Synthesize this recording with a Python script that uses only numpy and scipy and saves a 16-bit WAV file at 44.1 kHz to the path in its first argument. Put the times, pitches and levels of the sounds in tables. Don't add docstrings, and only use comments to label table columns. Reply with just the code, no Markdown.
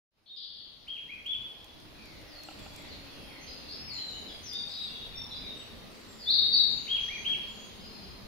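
import sys
import numpy as np
from scipy import signal
from scipy.fft import rfft, irfft, next_fast_len
from scipy.io import wavfile
from scipy.ndimage import uniform_filter1d

SR = 44100
rng = np.random.default_rng(int(sys.argv[2]) if len(sys.argv) > 2 else 0)


def file_out(sig):
    cols = np.atleast_2d(sig).T
    lim = np.clip(cols, -1, 1)
    pcm = np.round(lim * 32767).astype(np.int16)
    wavfile.write(sys.argv[1], SR, pcm)


def amp(db):
    return 10 ** (np.asarray(db, float) / 20)


N = 364707
TAIL = 3 * SR // 2


def read(points, at):
    x, value = np.transpose(points)
    return np.interp(at, x, value)


def read_hz(points, hz):
    f, value = np.transpose(points)
    return np.interp(np.log(hz + 1), np.log(f + 1), value)


def evened(x):
    return x / np.sqrt(np.mean(x ** 2) + 1e-20)


def add(mix, start_s, sound):
    part = mix[..., round(start_s * SR):][..., :sound.shape[-1]]
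    part += sound[..., :part.shape[-1]]


def sides(pan_db):
    return amp(np.array([[pan_db / 2], [-pan_db / 2]]))


def fuzzy_tone(hz, width_hz):
    r = np.exp(-np.pi * width_hz / SR)
    noise = rng.standard_normal((2, N)) + 1j * rng.standard_normal((2, N))
    slow = signal.lfilter([1], [1, -2 * r, r * r], noise)
    turn = 2 * np.pi * np.cumsum(hz * np.ones(N)) / SR
    return evened((slow * np.exp(1j * turn)).real)


# frequency in Hz, level in dB per Hz.
HUSH_TONE = [(12, -30), (20, -6), (59, 2.5), (149, -4.5), (232, -1.5), (307, -6), (417, -7), (1680, -15),
             (2770, -11.5), (3280, -12.5), (4330, -10.5), (6950, -27.5), (7990, -30), (8680, -26),
             (15600, -28.5)]
# frequency in Hz, likeness from 0 to 1.
LEFT_RIGHT_LIKENESS = [(40, .45), (150, .35), (400, .4), (800, .25), (1500, .07), (15000, .1)]
# time in seconds, level in dB.
CHORUS_SWELL = [(0, -3.5), (1, -1.5), (2, -1.3), (3.2, 0.8), (4.2, 0), (5.3, -0.1), (5.8, -2), (6.3, -3.5),
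                (7, 2.3), (7.7, -0.1), (8.3, -1.7)]


def hush():
    frames, hz = N // 256 + 5, np.fft.rfftfreq(1024, 1 / SR)
    a, b, c, d, patches = rng.standard_normal((frames, 513, 5)).T
    patches = uniform_filter1d(patches, size=8, axis=0)
    patches = evened(uniform_filter1d(patches, size=24, axis=1))
    patchy_db = read_hz([(300, 2.4), (1500, .8), (3000, 2.1), (7000, 1.6), (9000, 0.66)], hz)[:, None]
    chorus_band = ((hz > 2100) & (hz < 5200))[:, None]
    chorus_db = chorus_band * read(CHORUS_SWELL, np.arange(frames) * 256 / SR)
    same = np.clip(read_hz(LEFT_RIGHT_LIKENESS, hz), -1, 1)[:, None]
    left = a + 1j * b
    right = same * left + np.sqrt(1 - same ** 2) * (c + 1j * d)
    z = np.array([left, right])
    z *= amp(read_hz(HUSH_TONE, hz)[:, None] + patchy_db * patches + chorus_db)
    return amp(-51.5) * evened(signal.istft(z, nperseg=1024, noverlap=768)[1][:, :N])


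# time in seconds, pitch in Hz, level in dB.
AIRCRAFT = [(0, 320, -69.5), (2.601, 302, -61), (3.699, 265, -61.5), (4.299, 238, -74), (5.798, 222, -63.5),
            (8.3, 200, -57.5)]


def drone():
    s, hz, level_db = np.transpose(AIRCRAFT)
    t = np.arange(N) / SR
    pitch = np.interp(t, s, hz)
    blades = fuzzy_tone(pitch, 30)
    octave = amp(-5) * fuzzy_tone(2 * pitch, 79)
    return amp(np.interp(t, s, level_db)) * (blades + octave)


# frequency in Hz, width in Hz, level in dB.
ELECTRONIC_WHINES = [
    (8794, 40, -65.5),
    (15700, 15, -110),
]


def whines():
    return sum(amp(db) * fuzzy_tone(hz, width_hz) for hz, width_hz, db in ELECTRONIC_WHINES)


# start in seconds, peak in dB, left-right difference in dB.
CAMERA_TICKS = [(0.2394, -85, 1.0), (0.3674, -75, -0.5), (0.882, -54, -11), (1.0346, -63, -2.5),
                (1.263, -47, -8), (1.4207, -55, -2.0), (1.644, -48, -10), (1.8, -54, -2.5),
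                (2.0552, -49, -6), (2.2134, -55, -3.5), (2.4349, -47, -8), (2.5933, -52, -6),
                (2.7356, -58, -6), (2.7615, -46, -8), (2.8215, -54, -5), (4.5326, -44, 2)]


def ticks():
    out, t = np.zeros((2, N)), np.arange(2200) / SR
    bright = signal.butter(1, (5000, 12500), "band", fs=SR, output="sos")
    noises = rng.standard_normal((len(CAMERA_TICKS), 2, 2200))
    for (s, peak_db, pan_db), noise in zip(CAMERA_TICKS, noises):
        burst = signal.sosfilt(bright, noise[0] + 0.44 * noise)
        add(out, s, sides(pan_db) * amp(peak_db + 0.5 - 60 * t / 0.022) * burst)
    return out


def whistle(depth_hz, rows, overtone_db, waver):
    s, hz, level_db = np.transpose(rows)
    t = np.arange(s[0], s[-1], 1 / SR)
    drift, flutter = evened(uniform_filter1d(rng.standard_normal((2, SR)), size=400))[:, :len(t)]
    warble_hz = max(75, .25 * depth_hz)
    swing = np.sin(2 * np.pi * np.cumsum(warble_hz * (1 + 0.1215 * drift)) / SR)
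    glide = uniform_filter1d(np.interp(t, s, hz), size=200, mode="nearest")
    pitch = glide * (1 + waver * drift) + depth_hz * swing
    turn = 2 * np.pi * np.cumsum(pitch) / SR
    edge = np.clip(np.minimum(t - s[0], s[-1] - t) / 0.0042, 0, 1)
    gain = np.sqrt(2) * amp(np.interp(t, s, level_db) + 1.74 * flutter) * edge
    overtones = amp(overtone_db) * np.sin(2 * turn) + amp(overtone_db + 2) * np.sin(3 * turn)
    return gain * (np.sin(turn) + overtones)


# frequency in Hz, time to fall by 60 dB in seconds.
ECHO_TIME = [(2000, 0.57), (3500, 0.55), (5000, 0.47), (8000, 0.65)]


def forest(build_s):
    taps = np.zeros((3, 2, TAIL))
    at = np.arange(40, TAIL - 20, 20) + rng.integers(0, 20, (3, 2, (TAIL - 41) // 20))
    np.put_along_axis(taps, at, rng.choice([-1., 1.], at.shape), axis=2)
    taps *= 1 - np.exp(-np.arange(TAIL) / SR / build_s)
    hz, t, z = signal.stft(taps, SR, nperseg=256)
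    fall_db = -60 * t / read_hz(ECHO_TIME, hz)[:, None]
    far_slopes = amp(-12 + fall_db / 2.62)
    tails = signal.istft(z * (amp(fall_db) + far_slopes), SR, nperseg=256)[1]
    song_band = signal.butter(2, (2500, 5000), "band", fs=SR, output="sos")
    return tails / np.linalg.norm(signal.sosfilt(song_band, tails[0, 0])) / 3


def birds(notes, tails, direct_db, echo_db, overtone_db, waver):
    paths, size = np.zeros((3, 2, N)), next_fast_len(N + 2 * TAIL, True)
    for k, (pan_db, depth_hz, rows) in enumerate(notes):
        add(paths[k % 3], rows[0][0], sides(pan_db) * whistle(depth_hz, rows, overtone_db, waver))
    direct = paths.sum(0)
    direct[1] = np.roll(direct[1], 2)
    echo = irfft((rfft(paths, size) * rfft(tails, size)).sum(0), size)[:, :N]
    return amp(direct_db) * direct + amp(echo_db) * echo


# left-right difference in dB, warble depth in Hz,
# then the note's points, each a time in seconds, pitch in Hz, level in dB.
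FLYCATCHER_NOTES = [ (5.4, 588, [(.257, 3820, -38.5), (.28, 3830, -33), (.34, 3800, -46)]),
                    (4.2, -6, [(.285, 3606, -33), (.305, 3723, -25), (.345, 3683, -24), (.375, 3740, -30)]),
                    (5, 770.5, [(.358, 4150, -27), (.39, 4020, -25.5), (.45, 4000, -30), (.55, 3950, -33),
                    (.7, 3850, -42)]), (4.6, 200, [(.415, 5300, -48), (.46, 5350, -50)]),
                    (2.4, 19, [(.865, 1886, -54), (.885, 3164, -26.5), (.91, 3260, -29.5), (.95, 3296, -29),
                    (.965, 2800, -34), (.985, 2070, -47)]), (1.4, 57, [(1.08, 1817, -50),
                    (1.105, 2350, -35), (1.13, 2520, -32), (1.16, 2450, -46), (1.175, 2200, -38),
                    (1.19, 1850, -57)]), (1.5, 0, [(1.25, 2366, -50), (1.265, 3275, -23), (1.29, 3418, -30),
                    (1.325, 3412, -22.5), (1.345, 2800, -37), (1.36, 2070, -53)]),
                    (3.5, 4, [(6.255, 3400, -46), (6.28, 3550, -23.5), (6.295, 3800, -23),
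                    (6.308, 4280, -18), (6.32, 4890, -39)]), (8.2, 389, [(6.32, 4357, -23),
                    (6.37, 4150, -26), (6.44, 4115, -30), (6.49, 4100, -30)]),
                    (5, 52.5, [(6.34, 3550, -34.5), (6.38, 3680, -28), (6.44, 3763, -26.5),
                    (6.5, 3780, -38)]), (7.8, 54.5, [(6.55, 3750, -32.5), (6.59, 3800, -25),
                    (6.65, 3780, -33.5), (6.72, 3780, -43.5)]), (6, 396.5, [(6.525, 4500, -33.5),
                    (6.56, 4238, -23.5), (6.65, 4176, -31.5), (6.72, 4150, -34)]),
                    (3, -2, [(6.527, 4647, -23), (6.545, 4480, -21), (6.6, 4436, -31.5)]),
                    (2.6, -17, [(6.868, 1876, -50.5), (6.887, 3100, -31), (6.91, 3250, -28.5),
                    (6.952, 3320, -25), (6.965, 2890, -33), (6.99, 2150, -46)]),
                    (1.2, 68, [(7.08, 1766, -46), (7.105, 2263, -40), (7.135, 2420, -40),
                    (7.16, 2380, -39.5), (7.175, 2150, -47), (7.19, 1850, -45)]),
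                    (1.3, 25, [(7.24, 2065, -52), (7.257, 3150, -26.5), (7.275, 3290, -26.5),
                    (7.322, 3290, -31), (7.335, 2800, -33.5), (7.355, 2100, -41)]), ]


def flycatcher(tails):
    return birds(FLYCATCHER_NOTES, tails, -8.0, -3.33, -46.5, waver=0.0031)


# left-right difference in dB, warble depth in Hz,
# then the note's points, each a time in seconds, pitch in Hz, level in dB.
FAR_NOTES = [ (0, 120, [(1.97, 2497, -56), (2.1, 2170, -57), (2.25, 1910, -62.5), (2.42, 1967, -62)]),
             (0, 200, [(2.02, 4920, -60), (2.1, 4460, -58), (2.18, 4470, -72)]), (0, 0, [(2.1, 3700, -61),
             (2.2, 3730, -68)]), (0, -2, [(2.27, 5700, -61), (2.33, 4600, -51), (2.37, 4300, -49.5),
             (2.45, 4205, -55)]), (0, 0, [(2.42, 7700, -62), (2.46, 7650, -55), (2.49, 7000, -60)]),
             (0, 0, [(2.58, 7950, -58), (2.62, 7360, -60), (2.65, 6860, -62)]), (0, 0, [(2.73, 7830, -56),
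             (2.78, 7300, -62), (2.81, 6900, -67)]), (0, 73, [(2.585, 3430, -51), (2.65, 3360, -61)]),
             (0, 0, [(2.715, 3380, -51), (2.77, 3450, -61)]), (0, 152, [(2.75, 2500, -56), (2.8, 2150, -57),
             (2.9, 1967, -52.5)]), (0, -3, [(2.88, 4870, -55), (2.92, 4270, -48), (2.95, 3450, -51)]),
             (0, 96, [(3.1, 3400, -55), (3.2, 3250, -60.5), (3.3, 3284, -55)]), (0, 150, [(3.28, 2500, -56),
             (3.33, 2110, -53.5), (3.45, 1950, -56)]), (1, -3, [(3.405, 6300, -54.5), (3.46, 6150, -52.5)]),
             (1, 403.5, [(3.47, 4450, -46), (3.55, 4400, -54), (3.64, 4400, -62)]),
             (0, 400, [(.78, 5600, -61), (.84, 5000, -58), (.95, 4500, -62)]), (0, 900, [(3.12, 10600, -69),
             (3.25, 10500, -64), (3.35, 10400, -74)]), (1, 0, [(3.462, 4080, -54), (3.47, 5020, -46),
             (3.52, 5000, -47), (3.62, 4970, -63)]), (1, 300, [(3.68, 4300, -46), (3.72, 4700, -42),
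             (3.76, 4960, -47)]), (1, -13, [(3.72, 5020, -40), (3.76, 5240, -53), (3.88, 5265, -44)]),
             (0, 152, [(3.87, 2450, -51), (3.92, 2145, -57), (4.03, 1920, -58)]),
             (4, 72, [(3.89, 4850, -38), (3.92, 4340, -39), (3.96, 4127, -36.5), (4.05, 4066, -40.5),
             (4.13, 3890, -44.5), (4.22, 3960, -49.5)]), (1, 0, [(3.93, 7160, -48), (3.95, 6870, -53),
             (3.99, 6800, -70)]), (1, 200, [(4.03, 7260, -57), (4.12, 6900, -61), (4.2, 6780, -56)]),
             (1, 4, [(3.98, 2850, -35.5), (3.992, 3400, -49), (4.0, 3330, -62), (4.04, 3280, -57)]),
             (1, 50, [(4.13, 2950, -40), (4.19, 3070, -56), (4.28, 2930, -55)]), (1, 0, [(4.28, 3945, -37),
             (4.295, 3397, -44.5), (4.32, 3270, -43)]), (1, 19, [(4.28, 5065, -52), (4.36, 4850, -54)]),
             (0, 306, [(4.33, 8800, -53), (4.36, 9140, -66), (4.42, 9000, -62)]),
             (0, 205, [(3.63, 8500, -62), (3.7, 8500, -63)]), (4, 5, [(4.42, 6280, -57),
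             (4.45, 6080, -44.5), (4.475, 5180, -42.5), (4.52, 4760, -42.5), (4.6, 4650, -40.5),
             (4.68, 4530, -52)]), (4, 62, [(4.52, 3520, -43), (4.54, 3630, -37), (4.59, 3690, -35),
             (4.63, 3464, -47)]), (4, 697, [(4.69, 4476, -46), (4.73, 4250, -36), (4.77, 4180, -45.5),
             (4.9, 4095, -41.5)]), (4, -17, [(4.77, 3846, -29), (4.8, 3820, -42.5), (4.88, 3770, -47.5),
             (5.05, 3770, -47.5)]), (0, 28, [(4.67, 7680, -56), (4.75, 7700, -65), (4.85, 7840, -56)]),
             (2, 72, [(4.89, 3440, -58), (4.96, 3370, -45.5), (5.05, 3400, -51)]),
             (2, 81, [(4.89, 2736, -49.5), (5.05, 2860, -61)]), (2, 0, [(5.14, 3576, -37.5),
             (5.2, 3620, -45), (5.26, 3580, -50)]), (2, 6, [(5.155, 5300, -50), (5.18, 5460, -39.5),
             (5.22, 5520, -52), (5.27, 5340, -67)]), (2, 0, [(5.3, 4047, -48), (5.4, 3944, -47.5),
             (5.46, 3930, -46)]), (2, 203, [(5.31, 3665, -37), (5.38, 3530, -47), (5.42, 3600, -51)]),
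             (0, -2, [(5.34, 4810, -47), (5.42, 5020, -55)]), (0, 100, [(5.42, 2450, -58),
             (5.47, 2163, -52)]), (2, 0, [(5.46, 3725, -37), (5.56, 3727, -56), (5.8, 3750, -65.5)]),
             (1, 1, [(5.59, 3550, -49), (5.61, 3050, -51), (5.632, 2610, -50)]),
             (0, -5, [(5.57, 7800, -52.5), (5.66, 7930, -71)]), (0, -4, [(5.9, 7650, -62), (6.0, 7580, -67),
             (6.04, 7100, -68)]), (0, 0, [(6.06, 7700, -57), (6.12, 7260, -61), (6.19, 7020, -61)]),
             (1, 195, [(6.18, 5030, -54), (6.22, 4670, -42.5), (6.27, 4130, -45)]),
             (1, 119, [(6.68, 7370, -57), (6.74, 6700, -59), (6.88, 6550, -57)]),
             (1, 205, [(6.99, 6340, -55), (7.1, 6060, -61), (7.2, 6270, -50)]), (1, 3, [(7.03, 6000, -46),
             (7.05, 5670, -61), (7.15, 5700, -61)]), (1, 7, [(7.28, 1730, -54), (7.34, 1650, -63)]),
             (1, 152, [(7.48, 7240, -57.5), (7.55, 6770, -62), (7.68, 6490, -58)]),
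             (2, -6, [(7.8, 5000, -53), (7.85, 4950, -55), (7.93, 5010, -55), (8.01, 4970, -54),
             (8.25, 5000, -69)]), (2, 3, [(7.83, 4220, -51), (7.88, 4265, -53.5), (8.1, 4180, -58),
             (8.26, 4180, -67)]), ]


def far_birds(tails):
    return birds(FAR_NOTES, tails[::-1, ::-1], -10.5, -3.03, -55, waver=0.0049)


# start in seconds, peak in dB.
DULL_KNOCKS = [
    (2.487, -40),
    (2.512, -47.5),
    (2.663, -43.5),
]
# frequency in Hz, level in dB, time to fall by 60 dB in seconds.
KNOCK_RING = [
    (780, -0.5, 0.032),
    (1340, -6, 0.033),
    (2800, -3, 0.02),
]


def knocks():
    out, t = np.zeros((2, N)), np.arange(2200) / SR
    ring = sum(amp(db - 60 * t / t60) * np.sin(2 * np.pi * hz * t) for hz, db, t60 in KNOCK_RING)
    for s, peak_db in DULL_KNOCKS:
        add(out, s, amp(peak_db) * ring[None])
    return out


def scene():
    tails = forest(0.0013)
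    camera = whines() + ticks() + knocks()
    return hush() + drone() + camera + flycatcher(tails) + far_birds(tails)


# frequency in Hz, dB added to the hearing limit.
MASKING_EXTRA = [(4850, -40), (5050, 0), (7000, 5), (8300, 12), (8700, 7), (12000, 14), (16000, 15)]


def masked(x):
    hz, t, z = signal.stft(x, SR, nperseg=2048, noverlap=1024)
    power = abs(z[:, :1024]) ** 2
    bands = uniform_filter1d(power.reshape(2, 128, 8, -1).mean(2), size=2)
    centre = hz[4:1024:8]
    octaves = np.log2(centre[:, None] / centre)
    spread = amp(2 * (-27 - 36 * octaves)) * (octaves > 0)
    quiet_limit = amp(2 * -109)
    limit = spread @ bands * amp(2 * read(MASKING_EXTRA, centre))[:, None] + quiet_limit
    z[:, :1024] *= np.repeat(bands > limit, 8, axis=1)
    return signal.istft(z, SR, nperseg=2048, noverlap=1024)[1][:, :N]


def low_pass(x):
    return signal.sosfilt(signal.butter(12, 15740, fs=SR, output="sos"), x)


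# frequency in Hz, level in dB.
OVERALL_TONE = [(7300, 0.5), (7900, -7), (8200, -13), (8500, -14.5), (8700, -13.5), (9100, -1.5),
                (15760, -1.5), (15860, -71)]
# time in seconds, level in dB.
FADE_IN = [(.09, -80), (.12, -35), (.18, -20.5), (.29, -18), (.42, -16), (.67, -11), (.86, -7.5), (1.5, -3),
           (1.9, -0.5), (2.6, 3), (3, 2.5)]


def record(dry):
    hz = np.linspace(0, SR / 2, 1025)
    taps = signal.firwin2(1023, hz, amp(read(OVERALL_TONE, hz)), fs=SR, window=("kaiser", 8))
    coloured = signal.oaconvolve(dry, taps[None], "same", axes=1)
    fade = amp(read(FADE_IN, np.arange(N) / SR))
    return low_pass(masked(coloured) * fade)


dry = scene()
out = record(dry)
file_out(out)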